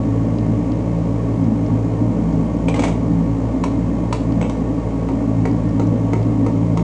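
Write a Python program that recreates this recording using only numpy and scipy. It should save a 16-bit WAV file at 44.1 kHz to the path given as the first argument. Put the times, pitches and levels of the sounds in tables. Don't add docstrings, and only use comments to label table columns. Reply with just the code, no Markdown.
import sys
import numpy as np
from scipy import signal
from scipy.fft import rfft, irfft
from scipy.io import wavfile
from scipy.ndimage import uniform_filter1d, minimum_filter1d

SR = 44100
rng = np.random.default_rng(int(sys.argv[2]) if len(sys.argv) > 2 else 0)


def generate_wav(signal):
    frames = np.transpose(np.atleast_2d(signal))
    scaled = np.clip(frames, -1, 1) * 32767
    pcm = np.round(scaled).astype(np.int16)
    wavfile.write(sys.argv[1], SR, pcm)


N = 301203
TIME = np.arange(N) / SR
FREQS = np.fft.rfftfreq(N, 1 / SR)
RING_TIME = np.arange(SR // 3) / SR


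def gain_of(db):
    return 10 ** (np.asarray(db) / 20)


def unit_rms(x):
    return x / np.sqrt(np.mean(x ** 2) + 1e-20)


def value_at(points, hz):
    f, value = np.transpose(points)
    return np.interp(np.log(hz + 1), np.log(f + 1), value)


def curves(rows):
    times, *columns = np.transpose(rows)
    return [np.interp(TIME, times, column) for column in columns]


def add(mix, start_s, sound):
    part = mix[round(start_s * SR):][:len(sound)]
    part += sound[:len(part)]


def coloured(x, gain):
    return unit_rms(irfft(rfft(x) * gain, N))


def resonances(modes):
    return np.sqrt(sum(gain_of(db) ** 2 / (1 + (2 * (FREQS - hz) / width) ** 4)
                       for hz, width, db in modes))


def waver(rate_hz):
    return coloured(rng.standard_normal(N), 1 / (1 + (FREQS / rate_hz) ** 4))


def turbulence(noise, modes, level_db, steady_s):
    half_filter = np.sqrt(resonances(modes))
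    rumble = coloured(noise, half_filter)
    flutter = rumble / np.sqrt(uniform_filter1d(rumble ** 2, int(steady_s * SR)) + 1e-3)
    level = gain_of(level_db)
    return np.sqrt(np.mean(level ** 2)) * coloured(level * flutter, half_filter)


def forge(boom_db=-1, roar_db=-27, rush_db=-33, puff_depth=0.15, flicker_db=1.5, waver_hz=7.6):
    # t/s, f/Hz
    pulse_rate = [(0, 55.6), (.35, 55.9), (.55, 55.1), (.8, 56.3), (1.2, 56), (1.5, 55.4), (2.12, 55.7),
                  (2.25, 58), (2.55, 56.8), (2.9, 56.4), (4.5, 56.6), (5.1, 56.5), (5.45, 55.4),
                  (5.65, 55.9), (5.9, 55.5), (6.55, 55.2), (6.83, 56.6)]
    # level at the resting rate/dB, gain when pulsing fast/dB, random waver/dB
    partials = [(-29, 1.9, 0.84), (-23.5, -4, 1.5), (-32, -1.5, 4)]
    # t/s, boom level/dB, drone level/dB
    draught = [(0.0, -23.5, -22), (0.64, -24.5, -21.0), (0.88, -23.5, -24), (1.16, -27, -23),
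               (1.52, -23, -17.5), (1.92, -24, -24.5), (2.4, -18.5, -18), (2.52, -26, -21.0),
               (3.2, -19.5, -21), (3.4, -28.5, -23.5), (3.8, -23.5, -18.5), (4.12, -26.5, -26),
               (4.36, -21.5, -20), (4.88, -30.5, -26), (5.2, -27.5, -20), (6.2, -21.0, -22),
               (6.4, -26.0, -19.5), (6.82, -21, -24.5)]
    # f/Hz, width/Hz, relative level/dB
    boom_modes = [(170.5, 13.8, 21), (152, 20, -28)]
    drone_modes = [(216.5, 13.8, -1.5), (240.2, 23, -3), (273.2, 21.8, 2), (298.2, 14.3, -1)]
    # f/Hz, width/Hz, relative level/dB
    roar_modes = [(106.7, 19, 2), (330.2, 10.7, -4.5), (362, 9, -13.5), (400.7, 25, -9), (443, 29.5, -7),
                  (499, 29.4, -8.5), (547.3, 26, -10), (582, 22, -11.5), (622.2, 20, -9.5),
                  (654, 35, -15.5), (837, 90, -35), (936, 23, -16.5), (1118, 32.6, -16.5),
                  (1825, 21, -27.5), (2117, 28, -30), (2224, 100, -38.5), (3114, 70, -41), (7300, 87, -50)]
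    # f/Hz, relative level/dB
    rush_spectrum = [(20, -20.5), (45, -9.5), (80, -5), (350, -4.5), (600, -7), (800, -5), (1100, -12),
                     (1300, -18.5), (1600, -23), (2300, -24), (3500, -33), (5200, -34.5), (6800, -32.5),
                     (9900, -44.5)]
    rest_hz, switch_hz = 56, 0.55
    rate = curves(pulse_rate)[0]
    phase = 2 * np.pi * np.cumsum(rate) / SR
    fast = np.tanh((rate - rest_hz) / switch_hz)
    pulses = np.sqrt(2) * sum(gain_of(db + fast_db * fast + waver_db * waver(waver_hz)) * np.cos(k * phase)
                              for k, (db, fast_db, waver_db) in enumerate(partials, 1))
    boom_level, drone_level = curves(draught)
    puffs = rng.standard_normal((4, N)) * (1 + puff_depth * np.cos(phase))
    boom = turbulence(puffs[0], boom_modes, boom_level + boom_db, steady_s=0.069)
    drone = turbulence(puffs[1], drone_modes, drone_level + flicker_db * waver(waver_hz), steady_s=0.14)
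    roar = gain_of(roar_db) * coloured(puffs[2], resonances(roar_modes))
    blast = puffs[3] + 0.3 * workshop(puffs[3])
    rush = gain_of(rush_db) * coloured(blast, gain_of(value_at(rush_spectrum, FREQS)))
    return pulses + boom + drone + roar + rush


def workshop(x, first_echo_s=0.0028, echoes_per_s=4000):
    # f/Hz, t60/s
    decay_times = [(200, 0.91), (1000, 0.23), (3000, 0.35), (9000, 0.28)]
    taps = rng.standard_normal(SR) * (rng.random(SR) < echoes_per_s / SR)
    hz, t, bands = signal.stft(taps, SR, nperseg=256)
    decay = gain_of(-60 * t / value_at(decay_times, hz)[:, None])
    tail = signal.istft(bands * decay, SR, nperseg=256)[1]
    tail *= np.clip(np.arange(len(tail)) / SR / first_echo_s - 1, 0, 1)
    return signal.fftconvolve(x, tail / np.linalg.norm(tail))[:N]


def scale_ticks(snap_db=1, snap_t60=0.015, spread=1.44, ping_db=-3, ping_ratio=1.18, ping_t60=0.023):
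    # t/s, level/dB, band centre f/Hz
    snaps = [(0.385, -36.5, 3800), (0.719, -39, 3860), (1.052, -52, 4500), (1.441, -41, 4200),
             (1.663, -43, 4470), (2.328, -45, 4500), (2.458, -50, 6950), (4.323, -43.5, 3800),
             (5.513, -39.5, 4200), (5.692, -44, 4000), (5.871, -44, 5000), (6.229, -44, 4000)]
    t = RING_TIME
    out = np.zeros(N)
    for start_s, db, hz in snaps:
        band = signal.butter(4, [hz / spread, hz * spread], "band", fs=SR, output="sos")
        noise = unit_rms(signal.sosfilt(band, rng.standard_normal(len(t))))
        snap = noise * gain_of(snap_db - 60 * t / snap_t60)
        ping = np.sin(2 * np.pi * hz * ping_ratio * t) * gain_of(ping_db - 60 * t / ping_t60)
        add(out, start_s, gain_of(db) * (snap + ping))
    return out


def ring(modes, pitch=1, scatter=0.011):
    t = RING_TIME
    detunes = 1 + scatter * rng.standard_normal(len(modes))
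    return sum(gain_of(db - 60 * t / t60) * np.sin(2 * np.pi * hz * pitch * detune * t)
               * rng.choice([-1, 1]) for (hz, db, t60), detune in zip(modes, detunes))


def crack(spectrum, t60, contact_s=0.0012, attack_s=0.001):
    t = RING_TIME
    colour = gain_of(value_at(spectrum, np.fft.rfftfreq(len(t), 1 / SR)))
    grit = irfft(rfft(rng.standard_normal(len(t))) * colour, len(t))
    attack = 1 - np.exp(-t / attack_s)
    decay = gain_of(-60 * np.maximum(t - contact_s, 0) / t60)
    return unit_rms(grit) * attack * decay


def tools(crack_db=-24, ring_db=-24, tongs_hz=7790, tongs_db=-14.5, tongs_t60=0.051):
    # t/s, force/dB, crack level/dB, pitch factor, chatter t60/s
    knocks = [(2.6838, -1, -1, 1.077, 0.075), (2.7424, -2.5, -2, 0.95, 0.053), (2.760, -9, 3, 1.3, 0.1),
              (2.793, -0.5, 1, 1.03, 0.08), (2.8205, -9, 11, 1, 0.027), (2.8365, 1.5, 2.5, 1.0, 0.087),
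              (2.853, -11, -9, 0.88, 0.03), (2.880, -17, 12.5, 1.2, 0.091), (4.4136, -5, 1, 1.02, 0.023),
              (4.427, -10, 0, 1.2, .02), (4.4523, -13, -4, 1.03, .02), (4.4965, -11.5, 10.5, 1.0, 0.023)]
    # f/Hz, level/dB, t60/s
    tool_modes = [(361, -6.5, 0.095), (475, 10, 0.029), (697, -0.5, 0.067), (869, 3, 0.054),
                  (1266, -2, 0.02), (2187, 1.5, 0.044), (2230, -5.5, 0.026), (3160, -6, .02),
                  (4000, -17, .02), (6340, -18, 0.016), (7600, -21, .03)]
    # f/Hz, relative level/dB
    rattle_spectrum = [(150, -14), (420, 9.5), (900, 11.5), (1600, 0.5), (2300, -1), (3800, -4.5),
                       (5200, -9), (6500, -3), (8200, -10.5), (10000, -20)]
    out = np.zeros(N)
    for start_s, force_db, sharp_db, pitch, chatter_t60 in knocks:
        iron = ring(tool_modes, pitch)
        tongs = ring([(tongs_hz, tongs_db, tongs_t60)], scatter=0.002)
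        chatter = gain_of(crack_db + sharp_db) * crack(rattle_spectrum, chatter_t60)
        add(out, start_s, gain_of(force_db) * (chatter + gain_of(ring_db) * (iron + tongs)))
    return out


def hammer(crack_db=-24, billet_tongs_db=-16, anvil_db=-21, head_db=-22, crack_t60=0.03):
    # t/s, force/dB, crack level/dB, billet and tongs ring/dB, anvil thud/dB, head clank/dB
    blows = [(3.6384, -2, 5.5, -4.5, -9.5, -5.5), (4.1268, 0.5, 5, -2.5, -20, -14),
             (5.088, -12.5, 1, -10, 7, -1), (5.454, -5, 3.5, -24, 1, 0.5), (5.7964, -9, 6, -15, 5, -5.5),
             (6.133, -4, 3, -28.5, 2, 0.5), (6.4639, -9.5, 3, -21, 4, -4), (6.773, -4, 4, -17, 0, -8.5)]
    # f/Hz, relative level/dB
    crack_spectrum = [(150, -18.5), (450, -3.5), (750, 11), (1050, 15), (1600, -3.5), (2250, -1),
                      (3600, -3.5), (5200, -7), (6600, -3.5), (8200, -12), (10000, -17)]
    # f/Hz, level/dB, t60/s
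    anvil_modes = [(364, 10, 0.041), (453, 2.5, .08), (472, 3, 0.045), (760, -1.5, 0.11), (915, -2, 0.13),
                   (1250, -1, 0.017)]
    head_modes = [(2003, -1, 0.033), (2200, 0.15, 0.023)]
    # f/Hz, level/dB, t60/s
    billet_tongs_modes = [(992, 5.5, 0.034), (1076, -4, 0.025), (1320, -22, 0.013), (2300, -4.5, .015),
                          (4440, -7, 0.011), (7830, -17.5, 0.054)]
    out = np.zeros(N)
    for start_s, force_db, sharp_db, ring_db, thud_db, clank_db in blows:
        contact = gain_of(crack_db + sharp_db) * crack(crack_spectrum, crack_t60)
        anvil = gain_of(anvil_db + thud_db) * ring(anvil_modes)
        billet_tongs = gain_of(billet_tongs_db + ring_db) * ring(billet_tongs_modes)
        head = gain_of(head_db + clank_db) * ring(head_modes)
        add(out, start_s, gain_of(force_db) * (contact + anvil + billet_tongs + head))
    return out


def scene(room_db=-3):
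    blows, knocks = hammer(), tools()
    echoes = gain_of(room_db) * (workshop(blows) + workshop(knocks))
    return (forge() + scale_ticks() + knocks + blows + echoes)[None]


def record(dry, ceiling_db=-6, recovery_db_per_s=45, cutoff_hz=9980):
    over_db = np.maximum(20 * np.log10(abs(dry[0]) + 1e-9) - ceiling_db, 0)
    recovery_db = TIME * recovery_db_per_s
    held_db = np.maximum.accumulate(over_db + recovery_db) - recovery_db
    duck_db = uniform_filter1d(minimum_filter1d(-held_db, size=80), size=80)
    soft_ends = signal.windows.tukey(N, 0.001)
    low_pass = signal.firwin(701, cutoff_hz, window=("kaiser", 9), fs=SR)
    return signal.oaconvolve(dry * gain_of(duck_db) * soft_ends, low_pass[None], "same")


dry = scene()
out = record(dry)
generate_wav(out)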